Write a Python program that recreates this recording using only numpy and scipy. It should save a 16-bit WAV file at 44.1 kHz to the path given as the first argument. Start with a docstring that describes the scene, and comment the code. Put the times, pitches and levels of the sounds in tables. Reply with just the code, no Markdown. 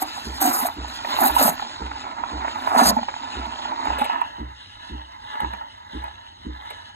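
"""A steam wand froths milk in a steel jug: random clicks ring the jug's colours and noise makes the hiss.
When the tip breaks the surface, bright noise tears in air; tones that slide and die are pops and gulps.
Tiny clicks fizz over the foam, while decaying modes make the machine's pump thump about twice a second.
At about four seconds the microphone draws back from the jug: near colours fade to far ones, the room grows."""
import sys
import numpy as np
from scipy import signal
from scipy.fft import rfft, irfft, next_fast_len
from scipy.io import wavfile
from scipy.ndimage import uniform_filter1d

SR = 44100
rng = np.random.default_rng(int(sys.argv[2]) if len(sys.argv) > 2 else 0)


def store_wav(level_fs):
    """Save 16-bit WAV to argv[1]."""
    pcm = np.round(np.clip(np.atleast_2d(level_fs), -1, 1) * 32767)
    wavfile.write(sys.argv[1], SR, pcm.T.astype(np.int16))


N = 306759
TIME = np.arange(N) / SR

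# the tip breaks or skims the surface: (start [s], length [s], build-up [s], tearing air [dB],
# churning [dB], brightness [dB per octave], sag of the milk's ring [octaves])
SURFACE_BREAKS = [(0.015, 0.014, 0.029, -31, -28.5, 5, 0), (0.053, 0.335, .02, -46, -47, -9.5, 0.0026),
                  (0.413, .078, 0.012, -24, -20, 5, 0.0036), (0.501, 0.17, .03, -28.5, -20.5, 10, 0.012),
                  (0.881, 0.13, 0.043, -51.5, -50, -5.5, 0),
                  (1.211, 0.07, 0.082, -21.5, -15.5, 15.5, 0.025),
                  (1.285, .02, .02, -42, -21.5, 10, 0.0037), (1.35, 0.02, 0.02, -31.5, -21.5, 10, 0.0033),
                  (1.385, 0.112, 0.04, -19.5, -15.5, 10.5, 0.18), (2.418, 0.12, .06, -60, -45, -26, 0.0017),
                  (2.782, 0.115, 0.1, -24, -12, -3.5, 0.14)]
# steady jet under the foam: (time [s], hiss level [dB])
JET_LEVEL = [(0, -44.5), (.4, -47), (.8, -48.5), (1.2, -38), (1.66, -45.5), (2.26, -52), (2.45, -46),
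             (2.96, -47.5), (3.3, -47), (4.08, -46), (4.48, -58), (4.88, -49.5), (5.08, -57.5),
             (5.42, -50.5), (5.78, -59), (6, -51.5), (6.38, -59), (6.8, -51), (6.94, -56.5)]
# microphone position: (time [s], distance [0 over the jug to 1 drawn back])
MIC_AWAY = [(0, 0.039), (3.85, 0.074), (4.3, 0.87), (6.96, 1)]
# colour of wildly churning milk: (frequency [Hz], density [dB per Hz])
BOIL_COLOUR = [(30, -61), (100, -35.5), (180, -30), (260, -5), (400, -14), (510, -20), (660, -0.5),
               (850, 3), (1200, 0), (1550, -9), (2300, -21), (5000, -52)]

# the milk and the air heave up by this much over a break's build-up time
BUILD_UP_DB, TEAR_OPEN_DB_PER_S = 9.5, 1492.5
# the pump fires short runs of mains-rate strokes; no two runs are quite alike
MAINS_HZ, PUMP_RUNS_S = 60, np.arange(.2475, TIME[-1], .5166)
PUMP_DETUNE, PUMP_UNEVEN_DB = .025, 1.6  # random spread: share of pitch, level


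def amp(db):
    """Decibels to gain."""
    return 10 ** (np.asarray(db) / 20)


def unit(x):
    """Scales to rms 1."""
    return x / np.sqrt(np.mean(x ** 2) + 1e-20)


def read(points, hz, axis=1):
    """One column of a table, on a log-frequency axis."""
    columns = np.transpose(points)
    return np.interp(np.log(hz + 1), np.log(columns[0] + 1), columns[axis])


def curve(rows, axis=1):
    """One column of a table, at every sample."""
    columns = np.transpose(rows)
    return np.interp(TIME, columns[0], columns[axis])


def add(mix, s, sound):
    """Mixes a sound in at s seconds."""
    part = mix[max(round(s * SR), 0):][:len(sound)]
    part += sound[:len(part)]


def colour(x, spectrum, size=4096):
    """Minimum-phase filter of energy 1: each click rings causally with the spectrum."""
    log_gain = np.log(amp(read(spectrum, abs(np.fft.fftfreq(size, 1 / SR)))))
    ring = np.fft.ifft(np.exp(np.conj(signal.hilbert(log_gain)))).real[:size // 2]
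    return signal.oaconvolve(x, ring / np.linalg.norm(ring))[:len(x)]


def flutter(rate_hz):
    """Random wavering of rms 1 around a rate."""
    size = next_fast_len(N, True)
    u = np.fft.rfftfreq(size, 1 / SR) / rate_hz
    spectrum = rfft(rng.standard_normal(size)) * u / (1 + u ** 2) ** 2
    return unit(irfft(spectrum, size)[:N])


def clicks(per_s, spread_db):
    """A random train of clicks of either sign, a few much larger than the rest where the spread is wide."""
    size = amp(spread_db * np.minimum(rng.exponential(1, N), 4))
    sign = rng.choice([-1, 1], N)
    return unit(size * sign * (rng.random(N) < per_s / SR))


def swell(start, length, rise_db_per_s, fall_db_per_s):
    """A gain that rises to 1 at start, holds and dies away, in straight lines of decibels."""
    before_db = rise_db_per_s * np.maximum(start - TIME, 0)
    after_db = fall_db_per_s * np.maximum(TIME - start - length, 0)
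    return amp(-np.minimum(before_db + after_db, 200))


def patchy(x, depth_db):
    """Random patches, some 800 Hz by 30 ms, swell and fade in a hiss and shift its colour."""
    z = signal.stft(x, SR, nperseg=512)[2]
    across_pitch = uniform_filter1d(rng.standard_normal(z.shape), size=9, axis=0)
    field = unit(uniform_filter1d(across_pitch, size=5, axis=1))
    return signal.istft(z * amp(depth_db * field), SR, nperseg=512)[1][:N]


def bubble(hz, rise_s, t60, glide, size=8000):
    """A bubble swells into a tone that slides and dies; returns the tone and its envelope."""
    t = np.arange(size) / SR
    shape = (1 - np.exp(-(t / rise_s) ** 2)) * amp(-60 * t / t60)
    shape /= shape.max()
    turns = np.cumsum(hz * (1 + glide * np.minimum(t / t60, 1))) / SR
    return shape * np.sin(2 * np.pi * (turns + rng.random())), shape


def steam_db(lead_db=-3.5, sag_db_per_s=24, settle_db_per_s=322):
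    """How hard the milk churns: steady steam, and a heave that builds up and jumps as the surface breaks."""
    # steam condensing under the milk: (time [s], churning level [dB])
    steady_steam = [(0, -39.5), (1.7, -39), (2.5, -31.5), (3.08, -44.5), (3.3, -33), (3.55, -37),
                    (3.9, -24), (4.18, -28.5), (4.26, -34.5), (4.7, -52.5), (4.9, -40.5), (5.1, -46),
                    (5.42, -31.5), (5.76, -47.5), (6.02, -38), (6.34, -52), (6.66, -38), (6.94, -50)]
    level = amp(curve(steady_steam))
    for start, length, build_s, air_db, churn_db, *_ in SURFACE_BREAKS:
        sag_db = sag_db_per_s * np.clip(TIME - start, 0, length)  # sags while the tear is open
        lead = amp(lead_db) * swell(start, length, BUILD_UP_DB / build_s, settle_db_per_s)
        heave = np.maximum(lead, swell(start, length, TEAR_OPEN_DB_PER_S, settle_db_per_s))
        level = np.maximum(level, amp(churn_db - sag_db) * heave)
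    return 20 * np.log10(level)


def tear(start, length, build_s, air_db, shut_db_per_s=1000, spray_db=-16, spray_fade_db_per_s=258.5):
    """Gain of one break's air: the tear opens and shuts quickly, a thin spray leads up to it and lingers."""
    spray = amp(spray_db) * swell(start, length, BUILD_UP_DB / build_s, spray_fade_db_per_s)
    opened = swell(start, length, TEAR_OPEN_DB_PER_S, shut_db_per_s)
    return amp(air_db) * np.maximum(opened, spray)


def jet_db(bare_db=-13):
    """Level of the jet's fizz, louder wherever a break lays it bare; bare_db is against the tearing air."""
    bare = amp(bare_db) * sum(tear(*row[:4]) for row in SURFACE_BREAKS)
    return 20 * np.log10(np.hypot(amp(curve(JET_LEVEL)), bare))


def hollow(x, close_s=0.064):
    """The jet digs a hollow in the milk: as it grows, the sound is played slower and drops in pitch."""
    sag_oct = np.zeros(N)
    for start, length, *_, octaves in SURFACE_BREAKS:
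        growth = np.clip((TIME - start) / length, 0, 1)
        closing = np.exp(-np.maximum(TIME - start - length, 0) / close_s)
        sag_oct += octaves * growth * closing
    return np.interp(np.cumsum(2 ** -sag_oct), np.arange(N), x)


def bubbles(per_s=9, cycles=16, count=24):
    """Small bubbles of many sizes, each a brief tone, born at random; per_s counts each size."""
    out = np.zeros(N)
    for hz in np.geomspace(230, 1900, count):
        tone = unit(bubble(hz, rise_s=2 / hz, t60=cycles / hz, glide=0.026)[0])
        out += signal.oaconvolve(clicks(per_s, spread_db=5.0), tone)[:N]
    return unit(out)


def churn(calm_db=1, boil_db=-1.0, far_db=1.0, tones_db=-5, clump_db=0.15, lump_db=2,
          boil_from_db=-30, boil_span_db=9):
    """Clumps of collapsing bubbles ring the jug; the ring widens and drops as the milk boils up."""
    # the jug's ring at a simmer, close by: (frequency [Hz], density [dB per Hz])
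    simmer_near = [(100, -70), (190, -23.5), (255, -5), (330, -15), (420, -22), (510, -25), (620, -10),
                   (750, -8), (880, 2), (970, 2), (1130, -5), (1280, -5), (1500, -11), (2300, -18.5),
                   (5000, -75)]
    # the jug's ring heard from further off: (frequency [Hz], density [dB per Hz])
    simmer_far = [(130, -50), (260, -18), (400, -36), (540, -19), (670, -8), (770, -9), (870, 3), (990, 5),
                  (1110, -12), (1230, -6), (1480, -15), (1680, -5), (1830, -13), (2060, -11), (2500, -45)]
    level_db, away = steam_db(), curve(MIC_AWAY)
    crackle = clicks(per_s=3200, spread_db=4.0)
    tones = bubbles(per_s=55, cycles=36.0)

    def ring(jug):
        return unit(unit(colour(crackle, jug)) + amp(tones_db) * unit(colour(tones, jug)))

    clumps = unit(amp(clump_db * flutter(rate_hz=120) + lump_db * flutter(rate_hz=9.5)))
    boil = np.clip((level_db - boil_from_db) / boil_span_db, 0, 1)
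    calm = (1 - boil) * amp(calm_db) * ring(simmer_near)
    wild = boil * amp(boil_db) * hollow(ring(BOIL_COLOUR))
    far = amp(far_db) * ring(simmer_far)
    return amp(level_db) * clumps * ((1 - away) * (calm + wild) + away * far)


def hiss(near_db=5, far_db=5, rim_db=1.5, flicker_db=2.0):
    """The jet under the foam fizzes as flickering noise; its treble beams out of the jug's mouth."""
    # hiss over the jug: (frequency [Hz], density [dB per Hz])
    hiss_near = [(500, -15), (1400, 6), (2000, 0), (2350, -6), (2750, 4), (3400, 1), (3900, 5), (4700, 2),
                 (5250, 0), (6100, -20), (6500, -6), (6900, -1), (7400, -11), (8200, -16), (9100, -12),
                 (10300, -24), (14000, -55)]
    # hiss from further off: (frequency [Hz], density [dB per Hz])
    hiss_far = [(500, -15), (1100, -9), (1300, 3), (1480, -1), (1680, 8), (1850, -1), (2060, 2), (2330, -7),
                (3050, 4), (3300, 4.5), (3950, 6), (4750, -8), (5300, -7), (6200, -16), (6680, -6),
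                (7200, -24), (9300, -11), (14000, -70)]
    # band that brightens as the microphone crosses the jug's rim: (frequency [Hz], density [dB per Hz])
    rim_band = [(800, -51), (1700, 3), (2700, 22.5), (3500, 7), (4400, 0.5), (7000, -19.5)]
    fizz = unit(rng.standard_normal(N) + clicks(per_s=1500, spread_db=0.0))
    drive = fizz * amp(jet_db() + flicker_db * flutter(rate_hz=5.9))
    away = curve(MIC_AWAY)
    near = (1 - away) * amp(near_db) * colour(drive, hiss_near)
    far = away * amp(far_db) * colour(drive, hiss_far)
    rim = np.sin(np.pi * away) * amp(rim_db) * colour(drive, rim_band)  # strongest halfway
    return near + far + rim


def tearing(level_db=2.0, sputter_db=1.04, surge_db=2.7, pivot_hz=11000):
    """The bare jet drags air into the milk: a sputtering hiss, each break with its own brightness."""
    # torn air before each break's tilt: (frequency [Hz], density [dB per Hz])
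    torn_air = [(40, -81.5), (1200, -20), (3000, -21), (3900, -7), (5000, 4), (5900, -11), (6700, 1),
                (7600, -7), (9000, 3), (10200, -4.5), (11200, -2), (13200, -4.5), (14300, -20.5),
                (15700, -9.5)]
    fizz = unit(rng.standard_normal(N) + clicks(per_s=1000, spread_db=1.5))
    jet = fizz * amp(level_db + sputter_db * flutter(rate_hz=96) + surge_db * flutter(rate_hz=14))
    out = np.zeros(N)
    for s, length, build_s, air_db, churn_db, tilt_db, sag_oct in SURFACE_BREAKS:
        # the tilt stops two octaves below the pivot
        tilted = [(hz, db + tilt_db * np.log2(max(hz / pivot_hz, 1 / 4))) for hz, db in torn_air]
        out += colour(jet * tear(s, length, build_s, air_db), tilted)
    return out


def blurts(per_s=66, over_db=4, spread_db=5.0, pitch_hz=935, spread_oct=0.22, t60=0.016,
           splash_db=-9, count=800):
    """Lesser collapses at random, stronger as the milk churns harder: rows like those of the large ones."""
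    gap, size, pitch = rng.random((count, 3)).T
    times = np.cumsum((.2 + 1.6 * gap) / per_s)
    levels_db = np.interp(times, TIME, steam_db()) + over_db + spread_db * (2 * size - 1)
    pitches_hz = pitch_hz * 2 ** (spread_oct * (2 * pitch - 1))
    rows = zip(times, levels_db, pitches_hz)
    return [(*row, t60, splash_db) for row in rows if row[0] < TIME[-1]]


def pops(tone_db=-5, rise_s=0.0039, rise_share=0.23, lead_s=0.0023):
    """Bubbles swell and collapse with a few cycles of rising tone and a splash of noise."""
    # large steam bubbles collapsing: (time [s], relative level [dB], starting pitch [Hz],
    # ring t60 [s], splash against the tone [dB])
    collapses = [(0.019, -13, 755, 0.062, -14), (0.176, -21.5, 776, 0.033, -6),
                 (0.415, -11, 767, 0.26, -26), (0.452, -7, 715, 0.11, -16), (0.544, -16, 786, 0.035, -15),
                 (0.474, -10, 719, 0.036, -17), (0.652, -8.5, 697, 0.045, -17),
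                 (0.700, -19, 950, 0.014, -20), (0.849, -15, 886, 0.0087, -16), (1.048, -15, 863, 0.018, 1),
                 (1.142, -14.5, 870, 0.013, 0.5), (1.189, -4, 850, 0.013, -23),
                 (1.216, -2, 764, 0.031, -35), (1.239, -8, 836, 0.036, -16), (1.256, -6, 772, 0.11, -19),
                 (1.295, -8.5, 900, 0.074, -13), (1.366, 2.5, 936, 0.026, -25),
                 (1.413, -4, 592, 0.025, -10), (1.596, -22.5, 905, 0.024, 3.5),
                 (1.622, -15.5, 816, 0.034, -10), (1.916, -15, 930, 0.016, -4),
                 (2.237, -10, 935, 0.016, -8), (2.444, -17.5, 960, 0.07, 0), (2.481, -11, 914, 0.011, -1),
                 (2.675, -1.5, 934, 0.013, -10), (2.751, -1, 750, 0.012, -25), (2.763, 1.5, 800, .008, -9),
                 (2.785, -0.5, 910, 0.02, -14.5), (2.811, -1, 707, 0.025, -24),
                 (2.861, -15.5, 910, 0.019, 6.5), (2.914, -12, 580, 0.013, -30),
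                 (2.968, -4.5, 848, 0.029, -26), (2.987, -19, 619, 0.029, 0),
                 (3.031, -15.5, 854, 0.018, -6), (3.084, -18.5, 948, 0.05, 2.5),
                 (3.141, -24, 960, 0.012, 3.5), (3.165, -17, 894, 0.024, -18.5),
                 (3.655, -14, 846, 0.022, -17), (3.725, -12.5, 930, 0.016, -21),
                 (3.855, -11.5, 880, 0.023, -7.5), (3.872, -9, 870, 0.02, -9), (3.905, -8, 850, 0.009, -14),
                 (3.931, -18, 847, 0.031, -3), (4.015, -7, 810, 0.042, -7), (4.098, -8, 833, 0.03, -9),
                 (4.160, -9.5, 883, 0.024, -18), (4.183, -15, 810, 0.044, -21),
                 (4.217, -1.5, 904, 0.015, -13), (5.355, -24, 1000, 0.015, 2), (5.403, -15, 860, 0.012, -3),
                 (5.446, -8, 914, 0.019, -14), (5.536, -16.5, 874, 0.024, -6),
                 (5.612, -18.5, 863, 0.026, -7.5), (6.04, -17, 930, 0.05, -15),
                 (6.078, -21, 890, 0.015, -9), (6.708, -24, 900, 0.016, -1)]
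    # splash of a collapsing bubble: (frequency [Hz], density [dB per Hz])
    splash_colour = [(60, -57), (250, -15), (500, -9), (850, 10), (1200, 4), (1650, -3), (2600, -11),
                     (6000, -42), (12000, -68)]
    out, splash = np.zeros((2, N))
    for s, db, hz, t60, splash_db in list(collapses) + blurts():
        # the briefest bubbles also swell fastest; each starts to swell lead_s ahead of its time
        tone, shape = bubble(hz, min(rise_s, t60 * rise_share), t60, glide=0.12)
        add(out, s - lead_s, amp(db + tone_db) * tone)
        add(splash, s - lead_s, amp(db + tone_db + splash_db) * shape)
    return out + colour(splash * rng.standard_normal(N), splash_colour)


def gulps(tone_db=-6.0, slosh_db=-13):
    """Swallowed pockets of air ring low, sag in pitch and stir the milk."""
    # air pockets swallowed by the milk: (time [s], relative level [dB], starting pitch [Hz])
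    air_pockets = [(0.019, -20.5, 312), (0.412, -17.5, 300), (0.447, -11.5, 270.6), (0.472, -10.5, 287),
                   (0.493, -17, 260), (0.623, -22, 258), (1.213, -15.5, 253), (1.246, -15, 258),
                   (1.415, -12, 269), (1.448, -11, 228.6), (1.483, -22.5, 174), (2.763, -12.5, 252),
                   (2.816, -7, 247.6), (2.859, -16, 194), (2.889, -14, 229), (2.921, -15, 218),
                   (2.965, -13, 248), (3.01, -24.5, 232), (3.468, -30, 243), (4.009, -17, 253.6),
                   (5.531, -36.5, 210)]
    out, slosh = np.zeros((2, N))
    for s, db, hz in air_pockets:
        tone, shape = bubble(hz, rise_s=0.0058, t60=0.095, glide=-0.12)
        add(out, s, amp(db + tone_db) * tone)
        add(slosh, s, amp(db + slosh_db) * shape)
    return out + colour(slosh * rng.standard_normal(N), BOIL_COLOUR)


def spits(level_db=3, rise_share=0.26, size=4000):
    """Surface bubbles burst with bright ticks and short crackles of decaying noise."""
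    # foam bubbles bursting: (time [s], relative level [dB], t60 [s])
    bursts = [(3.462, -30, 0.017), (3.851, -24, 0.026), (3.983, -13.5, 0.05), (4.006, -16.5, 0.061),
              (4.042, -10, 0.027), (4.053, -16.5, .02), (4.130, -30, .015), (4.211, -20.5, 0.024),
              (5.402, -18, .02), (5.516, -36, .008), (5.535, -22.5, 0.0074), (6.039, -22.5, 0.013),
              (6.701, -22, 0.034)]
    # crackle of a surface bubble: (frequency [Hz], density [dB per Hz])
    crackle_colour = [(100, -65), (600, 27), (1600, 7.5), (3500, 13.5), (6000, -14), (9000, 7), (12500, -2),
                      (15500, -16)]
    out, t = np.zeros(N), np.arange(size) / SR
    for s, db, t60 in bursts:
        rise = 1 - np.exp(-t / (rise_share * t60))
        add(out, s, amp(db + level_db - 60 * t / t60) * rise)
    return colour(out * rng.standard_normal(N), crackle_colour)


def splutter(ring_s=0.0025, size=800):
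    """Bubbles split the foam in short, irregular cracks of noise that follow the steady jet."""
    # crack of a bubble splitting the foam: (frequency [Hz], density [dB per Hz])
    crack_colour = [(400, -8), (900, 12), (1600, -5), (2400, -1.5), (3800, 9), (5200, -26.5), (6800, -32.5),
                    (9000, -19), (14000, -49.5)]
    train = abs(clicks(per_s=75, spread_db=2.8))
    bursts = signal.oaconvolve(train, np.exp(-np.arange(size) / SR / ring_s))[:N]
    cracks = unit(bursts * rng.standard_normal(N))
    return colour(amp(curve(JET_LEVEL)) * cracks, crack_colour)


def foam(level_db=-6.5, away_db=-6):
    """Countless tiny bubbles burst across the surface, unrelated left and right; they follow the jet."""
    # fizz from all over the foam: (frequency [Hz], density [dB per Hz])
    fizz_colour = [(300, 6.5), (900, -25), (1600, -19), (2300, -19), (3200, -8.5), (4200, 10), (5100, -4),
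                   (6200, 1), (7500, -26), (10000, -55), (14000, -53)]
    gain = amp(jet_db() + level_db + away_db * curve(MIC_AWAY))  # fades with distance
    return np.array([colour(gain * clicks(per_s=11000, spread_db=2.0), fizz_colour) for channel in range(2)])


def pump(ring_oct=.3):
    """Runs of piston strokes rock the chassis and, through rubber mounts, rattle the housing unevenly."""
    # the machine's modes, chassis first: (frequency [Hz], level [dB], t60 [s])
    modes = [(63, -33.5, 0.37), (120, -48.5, 0.28), (232.1, -39, 0.11), (272.3, -24, 0.034),
             (306.3, -44, 0.31), (379, -34.5, 0.056), (474, -32, 0.025)]
    # strokes of one run: (push on the chassis [dB], rattle of the housing [dB])
    run_strokes = [(-27.5, 1.5), (5, 6), (-3.5, -22), (-3, -13.5)]
    t, out = np.arange(SR // 2) / SR, np.zeros(N)
    onset = np.sin(np.pi / 2 * np.minimum(2 * t * MAINS_HZ, 1)) ** 2  # rises over half a mains cycle
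    hz, db, t60 = np.transpose(modes)[:, :, None]
    chassis = onset * amp(db[0] - 60 * t / t60[0]) * np.sin(2 * np.pi * hz[0] * t)
    for start in PUMP_RUNS_S:
        detune, ring = rng.standard_normal((2, len(modes) - 1, 1))
        decay = amp(db[1:] - 60 * t / (t60[1:] * 2 ** (ring_oct * ring)))
        panels = onset * decay * np.sin(2 * np.pi * hz[1:] * (1 + PUMP_DETUNE * detune) * t)
        for k, (push_db, rattle_db) in enumerate(run_strokes):
            uneven_db = PUMP_UNEVEN_DB * rng.standard_normal(len(panels))
            rattle = amp(rattle_db + uneven_db) @ panels
            add(out, start + k / MAINS_HZ, rattle + amp(push_db) * chassis)
    return out


def clatter(level_db=-42, length_s=0.031, rise_db_per_s=1000, fall_db_per_s=300, beat=0.57):
    """Loose parts of the housing clatter as random clicks that beat at the mains rate in each run."""
    # loose parts of the housing: (frequency [Hz], density [dB per Hz])
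    loose_parts = [(60, -25.5), (150, -9), (230, 1.5), (330, 0.5), (430, -2), (520, -11), (800, -28.5),
                   (2500, -32), (6000, -62.5)]
    # each burst of clatter is full from the second stroke on
    runs = sum(swell(start + 1 / MAINS_HZ, length_s, rise_db_per_s, fall_db_per_s) for start in PUMP_RUNS_S)
    strokes = 1 + beat * np.cos(2 * np.pi * MAINS_HZ * TIME)
    return colour(amp(level_db) * runs * strokes * clicks(per_s=900, spread_db=1.5), loose_parts)


def valve():
    """The pump's valve hums for a moment in each run, sliding down in pitch."""
    # hum of one run: (delay after the run starts [s], length [s], mean level [dB],
    # mean starting pitch [Hz], glide [octaves])
    hum = (.022, .046, -37, 322, -.15)
    delay_s, length_s, db, hz, glide_oct = hum
    u, out = np.arange(0, 1, 1 / (length_s * SR)), np.zeros(N)  # u is the share of the hum gone by
    for start in PUMP_RUNS_S:
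        detune, size = rng.standard_normal(2)
        turns = np.cumsum(hz * (1 + PUMP_DETUNE * detune) * 2 ** (glide_oct * u)) / SR
        level = amp(db + PUMP_UNEVEN_DB * size)
        add(out, start + delay_s, level * np.sin(np.pi * u) * np.sin(2 * np.pi * turns))
    return out


def rumble(waver_db=2):
    """Low, wavering noise of the machine and the room, fainter as the microphone draws back."""
    # rumble: (frequency [Hz], density [dB per Hz])
    rumble_colour = [(20, -44.5), (45, 6), (65, 1.5), (85, 10), (105, 4.5), (150, -10), (270, -5),
                     (450, -15), (1500, -40), (8000, -46.5)]
    level_db = np.interp(curve(MIC_AWAY), [0, 1], [-53, -55.5])
    return amp(level_db + waver_db * flutter(rate_hz=7.2)) * colour(rng.standard_normal(N), rumble_colour)


def stereo_image(x):
    """Gives the left and right channels a phase and balance at each pitch; some change with distance."""
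    # left against right: (frequency [Hz], phase near [rad], phase away [rad],
    # balance near [dB], balance away [dB])
    left_right = [(60, 0, 0, -1.5, -1.5), (280, -.45, -.8, -2.3, -1.3), (550, -.35, -2.6, 0, -.5),
                  (740, -1.2, -3.0, -2, -1), (940, -2.6, -3.0, -9.5, -4.3), (1120, -3.6, -3.25, -3, 0),
                  (1450, -4.7, -4.7, -.5, 0), (1800, -5.7, -5.0, 2, 0), (2150, -5.0, -4.7, 5.5, -3),
                  (2450, -6.6, -3.8, 3, 0), (2680, -9.3, -3.9, -1.5, -.5), (2900, -9.6, -6, -2, -3.5),
                  (3150, -9.9, -9.2, -4, -.5), (3900, -11, -10.8, 0, 0), (4800, -9.45, -9.45, 0, 0),
                  (5800, -9.4, -9.4, 0, 0), (6400, -6.3, -6.8, 0, 0), (7400, -6.2, -6.2, 0, 0),
                  (9500, -3.3, -3.3, 0, 0), (10400, -3, -3, 0, 0), (11800, 0, 0, 0, 0),
                  (13400, .1, .1, 0, 0), (14200, 3.1, 3.1, 0, 0)]
    hz, t, z = signal.stft(x, SR, nperseg=1024, noverlap=768)
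    away = np.interp(t, *np.transpose(MIC_AWAY))

    def blend(near_column, away_column):
        near = np.outer(read(left_right, hz, axis=near_column), 1 - away)
        return near + np.outer(read(left_right, hz, axis=away_column), away)

    phase, lean_db = blend(1, 2), blend(3, 4)
    pair = np.array([z * amp(lean_db / 2) * np.exp(1j * phase), z * amp(-lean_db / 2)])
    return signal.istft(pair, SR, nperseg=1024, noverlap=768)[1][:, :N]


def kitchen(x, size=16384, count=6, drift_s=0.11):
    """Short diffuse tails of the steel front and room, unlike left and right, drift as jug and mic sway."""
    # how much of the room is heard at each pitch: (frequency [Hz], level [dB])
    diffuse = [(150, -12), (290, -7), (450, 2), (650, -3), (900, -5), (1300, -5), (2300, 5), (4000, 5),
               (5300, -3), (7000, 3), (10000, -3), (12000, 3), (14000, 0)]
    # how long the room rings: (frequency [Hz], t60 [s])
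    decay_times = [(200, 0.24), (1000, 0.14), (4000, 0.012), (14000, 0.004)]
    hz, t, z = signal.stft(rng.standard_normal((count, 2, size)), SR)
    decay_db = read(diffuse, hz)[:, None] - 60 * t / read(decay_times, hz)[:, None]
    tails = signal.istft(z * amp(decay_db), SR)[1]
    out = np.zeros((2, N))
    for k, tail in enumerate(tails):
        # the tails take turns, each fading over into the next
        share = np.sin(np.pi / 2 * np.minimum((TIME / drift_s - k) % count, 2))
        out += signal.oaconvolve((share * x)[None], tail / np.linalg.norm(tail[0]), axes=1)[:, :N]
    return out


def scene():
    """The jug and the machine; the jug's room sound gains weight as the microphone draws back."""
    # room gain: (over the jug [dB], drawn back [dB])
    room_db = (-12, -9)
    jug = churn() + patchy(hiss(), depth_db=1.8) + patchy(tearing(), depth_db=2.6)
    jug += pops() + gulps() + spits() + splutter()
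    machine = pump() + clatter() + valve() + rumble()
    room_gain = amp(np.interp(curve(MIC_AWAY), [0, 1], room_db))
    return stereo_image(jug + machine) + foam() + kitchen(jug * room_gain)


def record(dry, limit_db=-27.5, squeeze=0.11, recover_db_per_s=50.5, edge_hz=15900):
    """The recorder turns loud passages down, rounds off the tallest peaks and limits the band."""
    power_db = 10 * np.log10(abs(uniform_filter1d((dry ** 2).mean(0), size=600)) + 1e-12)
    fall_db = TIME * recover_db_per_s
    held_db = np.maximum.accumulate(power_db + fall_db) - fall_db  # peaks recover at a steady rate
    over_db = np.maximum(held_db - limit_db, 0)
    ducked = dry * amp(-squeeze * uniform_filter1d(over_db, size=300))
    rounded = ducked / (1 + (ducked / .9) ** 4) ** .25
    band_limit = signal.firwin(511, edge_hz, window=("kaiser", 9), fs=SR)
    return signal.oaconvolve(rounded, band_limit[None], "same")


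dry = scene()
out = record(dry)
store_wav(out)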